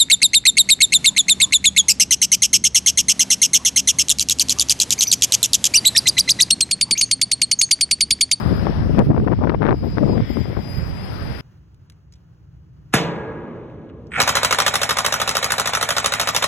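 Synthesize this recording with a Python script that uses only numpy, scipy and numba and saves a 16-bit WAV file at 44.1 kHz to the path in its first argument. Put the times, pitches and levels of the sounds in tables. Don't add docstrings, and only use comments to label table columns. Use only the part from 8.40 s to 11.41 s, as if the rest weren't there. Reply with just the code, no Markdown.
import sys
import numpy as np
from scipy import signal
from scipy.fft import rfft, irfft
from scipy.io import wavfile
from scipy.ndimage import uniform_filter1d
from numba import njit

SR = 44100
rng = np.random.default_rng(int(sys.argv[2]) if len(sys.argv) > 2 else 0)


def attenuation_scalar(level_db):
    decades = np.asarray(level_db, float) / 20
    return 10 ** decades


def digitize_waveform(pressure):
    field = np.atleast_2d(pressure).T
    bounded = np.clip(field, -1, 1)
    quanta = np.round(bounded * 32767).astype(np.int16)
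    wavfile.write(sys.argv[1], SR, quanta)


N = 132741

# time_s, level_db
STREET_GAIN = [(0, -68.5), (.19, -72), (.3, -74.5), (.45, -74), (.57, -73), (.61, -82.5), (.65, -74),
               (.72, -84), (.76, -80), (.8, -83), (1.15, -88), (1.33, -82.5), (1.6, -79), (2.16, -78),
               (2.34, -72), (2.46, -72), (2.95, -70.5), (3.01, -70)]
# time_s, level_db
PULL = [(0, 5), (.08, -2.5), (.19, 3.5), (.28, -16), (1.31, -24), (1.35, -6), (1.53, -2), (1.62, -5),
        (1.72, 1.5), (1.81, -5), (1.94, 3.5), (2.14, -5.5), (2.33, 7.5), (2.48, 0), (2.59, -0.5),
        (2.67, 1.5), (2.89, -1), (3.01, 4)]
# frequency_hz, level_db (per Hz)
HISS_LEFT = [(5500, -99), (7500, -101), (9500, -90.5), (11500, -95), (16500, -101)]
# time_s, left_db, right_db
BREEZE = [(0, -16.5, -31), (.4, -16, -15), (.95, -16.5, -21.5), (1.2, -17, -23), (1.5, -22.5, -17.5),
          (1.9, -22.5, -29.5), (2.4, -32, -19), (2.6, -25.5, -24.5), (3.01, -31.5, -30)]
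WHINE_HZ = 2474


@njit
def low(x, hz, k):
    y, b, l = np.empty(len(x)), 0., 0.
    for i in range(len(x)):
        g = np.tan(np.pi * hz[i] / SR)
        v = (b + g * (x[i] - l)) / (1 + g * (g + k))
        y[i] = l + g * v
        b, l = 2 * v - b, 2 * y[i] - l
    return y


def walk(rate):
    step = np.repeat(rng.standard_normal(1000), int(SR / max(rate, 1)) + 1)[:N]
    step = np.pad(step, (0, N - len(step)), mode="wrap")
    k = int(SR / max(rate, 1))
    return 1.3 * uniform_filter1d(uniform_filter1d(step, k), k)


def curve(table, col=1):
    points = np.array(table)
    return np.interp(np.arange(N) / SR, points[:, 0], points[:, col])


def noise(shape, flicker_db, rate):
    f, out = np.arange(1, N // 2 + 2) * SR / N, 0
    hz, db = np.array(shape).T
    level = attenuation_scalar(np.interp(np.log(f), np.log(hz), db, -200, -200))
    spectrum = rfft(rng.standard_normal(N)) * level * np.sqrt(SR / 2)
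    for mid in np.arange(11, 29):
        band = np.clip(1 - abs(2 * np.log2(f) - mid), 0, 1)
        out = out + attenuation_scalar(flicker_db * walk(rate)) * irfft(spectrum * band, N)
    return out


def rolling():
    # time_s, level_db
    distance = [(0, -1.5), (.3, 1), (.55, 0), (.7, -2.5), (1.2, 3), (1.7, 0.5), (1.92, -0.5), (2.1, -0.5),
                (3.01, -4)]
    # frequency_hz, level_db (per Hz)
    left_shape = [(60, -46), (300, -59.5), (800, -63.5), (2000, -70), (4200, -78.5), (5200, -73.5),
                  (5900, -87), (6800, -100)]
    right_shape = [(60, -41), (300, -64), (700, -67.5), (1000, -78.5), (2600, -88.5), (2950, -95),
                   (3400, -109), (6800, -121)]
    roar_shape = [(250, -72.5), (500, -54.5), (1200, -64), (1800, -68), (2500, -98)]
    roar_end_s, roar_fade_s = 0.54, 0.1
    t = np.arange(N) / SR
    both = np.array([noise(left_shape, 1.72, 14), noise(right_shape, 1.7, 40)])
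    both = both * attenuation_scalar(curve(distance) + walk(4.57))
    both[0] += noise(roar_shape, 2.6, 10) / (1 + np.exp((t - roar_end_s) / roar_fade_s))
    return both


def spray_hiss(duck_db):
    # frequency_hz, level_db (per Hz)
    right_shape = [(3000, -111), (8500, -120), (16500, -111)]
    patch_db = 2 * np.minimum(walk(30), .3)
    left = noise(HISS_LEFT, 1.5, 30) * attenuation_scalar(0.97 * (duck_db + patch_db))
    right = noise(right_shape, 1.5, 30) * attenuation_scalar(0.8 * (duck_db + patch_db))
    return np.array([left, right])


def inverter():
    # multiple of WHINE_HZ, left_db, right_db
    lines = [(1, -63.5, -76.5), (2, -45.5, -96.5), (3, -68, -115), (4, -66, -112), (5, -63, -108),
             (6, -71, -108)]
    # offset_hz, level_db
    sidebands = [(-220, -66), (-76, -63), (78, -63), (216, -64)]
    waver_db, waver_rate, blur_rad = 2.6, 70, .35
    turn, out = 2 * np.pi * np.arange(N) / SR, 0
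    for k, left_db, right_db in lines:
        db = np.array([[left_db], [right_db]]) + waver_db * np.sqrt(k / 2) * walk(waver_rate)
        db = db + (k > 2) * 1.7 * walk(10)
        out = out + attenuation_scalar(db) * np.sin(round(k) * (WHINE_HZ * turn + blur_rad * walk(49)))
    for off_hz, db in sidebands:
        phase = (2 * WHINE_HZ + off_hz) * turn + 1.5 * walk(25)
        out[0] += attenuation_scalar(db + 4 * walk(7)) * np.sin(phase)
    return np.sqrt(2) * out * attenuation_scalar(curve(PULL))


def gate(x):
    threshold_db, spread_db, rate = 173, 4, 18
    f, spectrum = np.arange(N // 2 + 1) * SR / N, rfft(x)
    margin_db = curve(PULL) - curve(STREET_GAIN) - threshold_db
    line_distance_hz = abs(f - WHINE_HZ * np.round(f / WHINE_HZ))
    between_lines = np.clip(line_distance_hz / 50 - 6, 0, 1)
    for lo in np.arange(2.5, 6.5, .25):
        band = np.clip(np.minimum(f / WHINE_HZ - lo, lo + .25 - f / WHINE_HZ) * 40 + .5, 0, 1)
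        hiss_db = np.interp(lo * WHINE_HZ, *np.array(HISS_LEFT).T)
        is_shut = margin_db - hiss_db + spread_db * walk(rate) > 0
        shut = uniform_filter1d(1. * is_shut, 400)
        x = x - shut * irfft(spectrum * band * between_lines, N)
    return x


def wind(gusts, breeze_db, breeze_hz, fine, tail_db):
    edge_s, flicker_rate, flicker_db, flicker_oct = 0.011, 120, 1.5, .23
    t, power = np.arange(N) / SR, attenuation_scalar(breeze_db) ** 2
    hz = power * breeze_hz
    for s, length, db, eddy_hz in gusts:
        rise_and_fall = np.clip(np.minimum(t - s, s + length - t) / edge_s + .5, 0, 1)
        gust = attenuation_scalar(db) ** 2 * rise_and_fall ** 2
        power, hz = power + gust, hz + gust * eddy_hz
    speed = np.clip(walk(flicker_rate), -2, 1.5)
    hz = np.clip(fine * hz / power * 2 ** (flicker_oct * speed), 30, 6000)
    body = low(rng.standard_normal(N), hz, 1.61)
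    body = low(body, 2.2 * hz, 1.4) + attenuation_scalar(tail_db) * low(body, 3.04 * hz, 1.1)
    return body * np.sqrt(SR / 4 / hz * power) * attenuation_scalar(flicker_db * speed + 1.0)


def right_wind():
    # start_s, length_s, level_db, eddy_hz (swirls per second)
    gusts = [(0.0, 0.22, -20.5, 176), (0.363, 0.052, -9, 120), (0.565, 0.073, -10, 170),
             (0.628, 0.023, -8.5, 203), (0.664, 0.043, -8, 213), (0.776, 0.053, -11.5, 153),
             (0.823, 0.057, -16.5, 149), (0.98, 0.024, -15, 160), (1.053, 0.034, -29, 129),
             (1.126, 0.1, -19.5, 170), (1.278, 0.054, -10.5, 170), (1.318, 0.018, -8.5, 180),
             (1.411, 0.026, -19, 129), (1.471, 0.055, -25, 130), (1.552, 0.021, -19, 133),
             (1.599, 0.083, -17, 203), (1.689, 0.039, -15, 216), (1.752, 0.022, -17, 170),
             (1.81, 0.04, -12.5, 156), (2.013, 0.073, -27, 180), (2.13, 0.053, -30, 160),
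             (2.268, 0.037, -23, 141), (2.337, 0.059, -10.5, 108), (2.392, 0.047, -15, 135),
             (2.468, 0.081, -23, 149), (2.817, 0.11, -18.5, 137)]
    return wind(gusts, curve(BREEZE, col=2), 120, .85, -22)


def dip(u, side):
    return (u * u - 1 + (2 * side - 1) * u) * np.exp(-u * u / 2)


def snaps():
    # time_s, peak_db, width_ms
    events = [(0.2694, -9, 0.33), (0.2858, -17, 0.3), (0.5489, -20.5, 0.3), (0.5778, -16, 0.2),
              (0.5835, -10, 0.17), (0.5913, -5.5, 0.2), (0.6012, -13, 0.38), (0.6099, -13.5, 0.21),
              (0.6154, -18, 0.17), (0.622, -25, 0.21), (0.7032, -16.5, 0.3), (0.7171, -16, 0.25),
              (0.7313, -20.5, 0.28), (0.7469, -17.5, 0.3), (0.765, -17.5, 0.25), (0.7743, -19.5, 0.33),
              (0.779, -14.5, 0.36), (0.8002, -20, 0.37), (0.8155, -32, 0.3), (0.847, -20.5, 0.24),
              (0.8767, -10.5, 0.22), (0.8835, -14, 0.3), (0.9134, -16, 0.22), (0.9213, -15.5, 0.22),
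              (0.9296, -17.0, 0.23), (0.9352, -16.5, 0.2), (0.9905, -20.5, 0.37), (1.029, -21, 0.3),
              (1.038, -7, 0.35), (1.0472, -13.0, 0.3), (1.0733, -10.5, 0.22), (1.0959, -5.5, 0.11),
              (1.1022, -12.5, 0.22), (1.1196, -16.5, 0.29), (1.126, -24, 0.25), (1.1393, -21, 0.22),
              (1.147, -8, 0.32), (1.2144, -16, 0.37), (1.2212, -9.5, 0.2), (1.2301, -11, 0.12),
              (1.2411, -12, 0.17), (1.253, -8.5, 0.14), (1.2588, -12, 0.17), (1.2663, -8.5, 0.15),
              (1.279, -10, 0.22), (1.2875, -13.0, 0.18), (1.2926, -7, 0.2), (1.3087, -8.5, 0.15),
              (1.316, -13, 0.18), (1.3284, -8, 0.27), (1.574, -15, 0.23), (1.5836, -7, 0.16),
              (1.6385, -17, 0.29), (1.7794, -19.0, 0.39), (1.805, -22.5, 0.35), (1.9545, -29, 0.35),
              (1.9709, -16.5, 0.15), (2.0563, -18.5, 0.34), (2.1305, -24, 0.35), (2.168, -16, 0.3)]
    snap_db, thump_ms, thump_db = 3.5, 0.65, -1.5
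    crackle_db, rise_s, fall_s, crackle_hz = -3, 0.0026, 0.0038, 1058
    out, burst, t = np.zeros(N), np.zeros(N), np.arange(-2000, 2000) / SR
    for (s, db, wide_ms), (slow, side) in zip(events, rng.random((len(events), 2))):
        thump_u = 1000 * t / (thump_ms * (.6 + .8 * slow)) - 1 + 2 * slow
        thump = attenuation_scalar(thump_db) * dip(thump_u, 1 - side)
        width_ms = max(wide_ms, .14 * attenuation_scalar(-.5 * (db + 6)))
        i = int(s * SR)
        out[i - 2000:i + 2000] += attenuation_scalar(db + snap_db) * (dip(1000 * t / width_ms, side) + thump)
        burst[i - 2000:i + 2000] += attenuation_scalar(db) * np.exp(-abs(t) / np.where(t < 0, rise_s, fall_s))
    hz = np.full(N, 1. * crackle_hz)
    grit = rng.standard_normal(N) * attenuation_scalar(4 * walk(400))
    grit = low(low(grit, hz, 2.13), 1.37 * hz, 1.266) * np.sqrt(SR / 2 / crackle_hz)
    return out + attenuation_scalar(crackle_db) * burst * grit


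def left_wind():
    # start_s, length_s, level_db, eddy_hz (swirls per second)
    gusts = [(0.054, 0.021, -4, 246), (0.08, 0.054, -11, 326), (0.155, 0.042, -19.5, 280),
             (0.218, 0.087, -14, 313), (0.442, 0.032, -11.5, 238), (0.497, 0.013, -7, 193),
             (0.54, 0.015, -7.5, 208), (0.576, 0.023, -1, 338), (0.6, 0.027, -8.5, 377),
             (0.695, 0.026, -10, 336), (0.736, 0.11, -18, 365), (0.863, 0.012, -10, 403),
             (0.895, 0.043, -12, 350), (1.006, 0.057, -12.5, 404), (1.072, 0.067, -18.5, 440),
             (1.128, 0.015, -16.5, 354), (1.206, 0.019, -12.5, 467), (1.245, 0.091, -15, 580),
             (1.296, 0.053, -13, 412), (1.426, 0.062, -16.5, 360), (1.567, 0.026, -14, 340),
             (1.575, 0.235, -18.5, 380), (1.604, 0.066, -6.5, 289), (1.672, 0.07, -12.5, 380),
             (1.75, 0.059, -11, 300), (1.892, 0.02, -15, 245), (1.951, 0.047, -16.5, 314),
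             (2.004, 0.016, -10.5, 200), (2.067, 0.067, -23, 323), (2.166, 0.038, -15.5, 358),
             (2.242, 0.19, -31.5, 360)]
    port_hz, squash = 5400, .74
    left = wind(gusts, curve(BREEZE), 170, 0.88, -9.0) + snaps()
    port = signal.butter(6, port_hz, fs=SR, output="sos")
    left = signal.sosfilt(port, squash * np.tanh(left / squash))
    for s, db in ((.5906, -6), (.5943, -16)):
        i = int(s * SR)
        ms = 1000 * np.arange(N - i) / SR
        left[i:] += attenuation_scalar(db) * (np.exp(-ms / .5) - np.exp(-ms / .05))
    return left


def splash():
    splash_s, rise_s, fall_s, splash_hz = 1.86, 0.086, 0.23, 2100
    peaks = ((.6, -48), (.82, -35), (1, -28), (1.25, -43), (1.62, -36), (1.9, -50))
    shape = [(splash_hz * ratio, db) for ratio, db in peaks]
    t = np.arange(N) / SR
    swell = np.exp(-((t - splash_s) / np.where(t < splash_s, rise_s, fall_s)) ** 2 / 2)
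    wet = noise(shape, 1.74, 29.47) * attenuation_scalar(-32.5) * swell
    return wet * attenuation_scalar(np.array([[0], [-20.5]]))


def scene():
    duck_db = curve(STREET_GAIN) + 70
    street = spray_hiss(duck_db) + (rolling() + splash()) * attenuation_scalar(0.8 * duck_db)
    left = left_wind() + gate(street[0])
    right = right_wind() + street[1]
    return np.array([left, right]) + inverter()


def roll_off(x):
    return signal.sosfilt(signal.butter(12, 15710, fs=SR, output="sos"), x)


def record(dry):
    x = signal.sosfilt(signal.butter(2, 65, "high", fs=SR, output="sos"), dry)
    x = np.clip(x, -.985, .985)
    return roll_off(x)


dry = scene()
out = record(dry)
digitize_waveform(out)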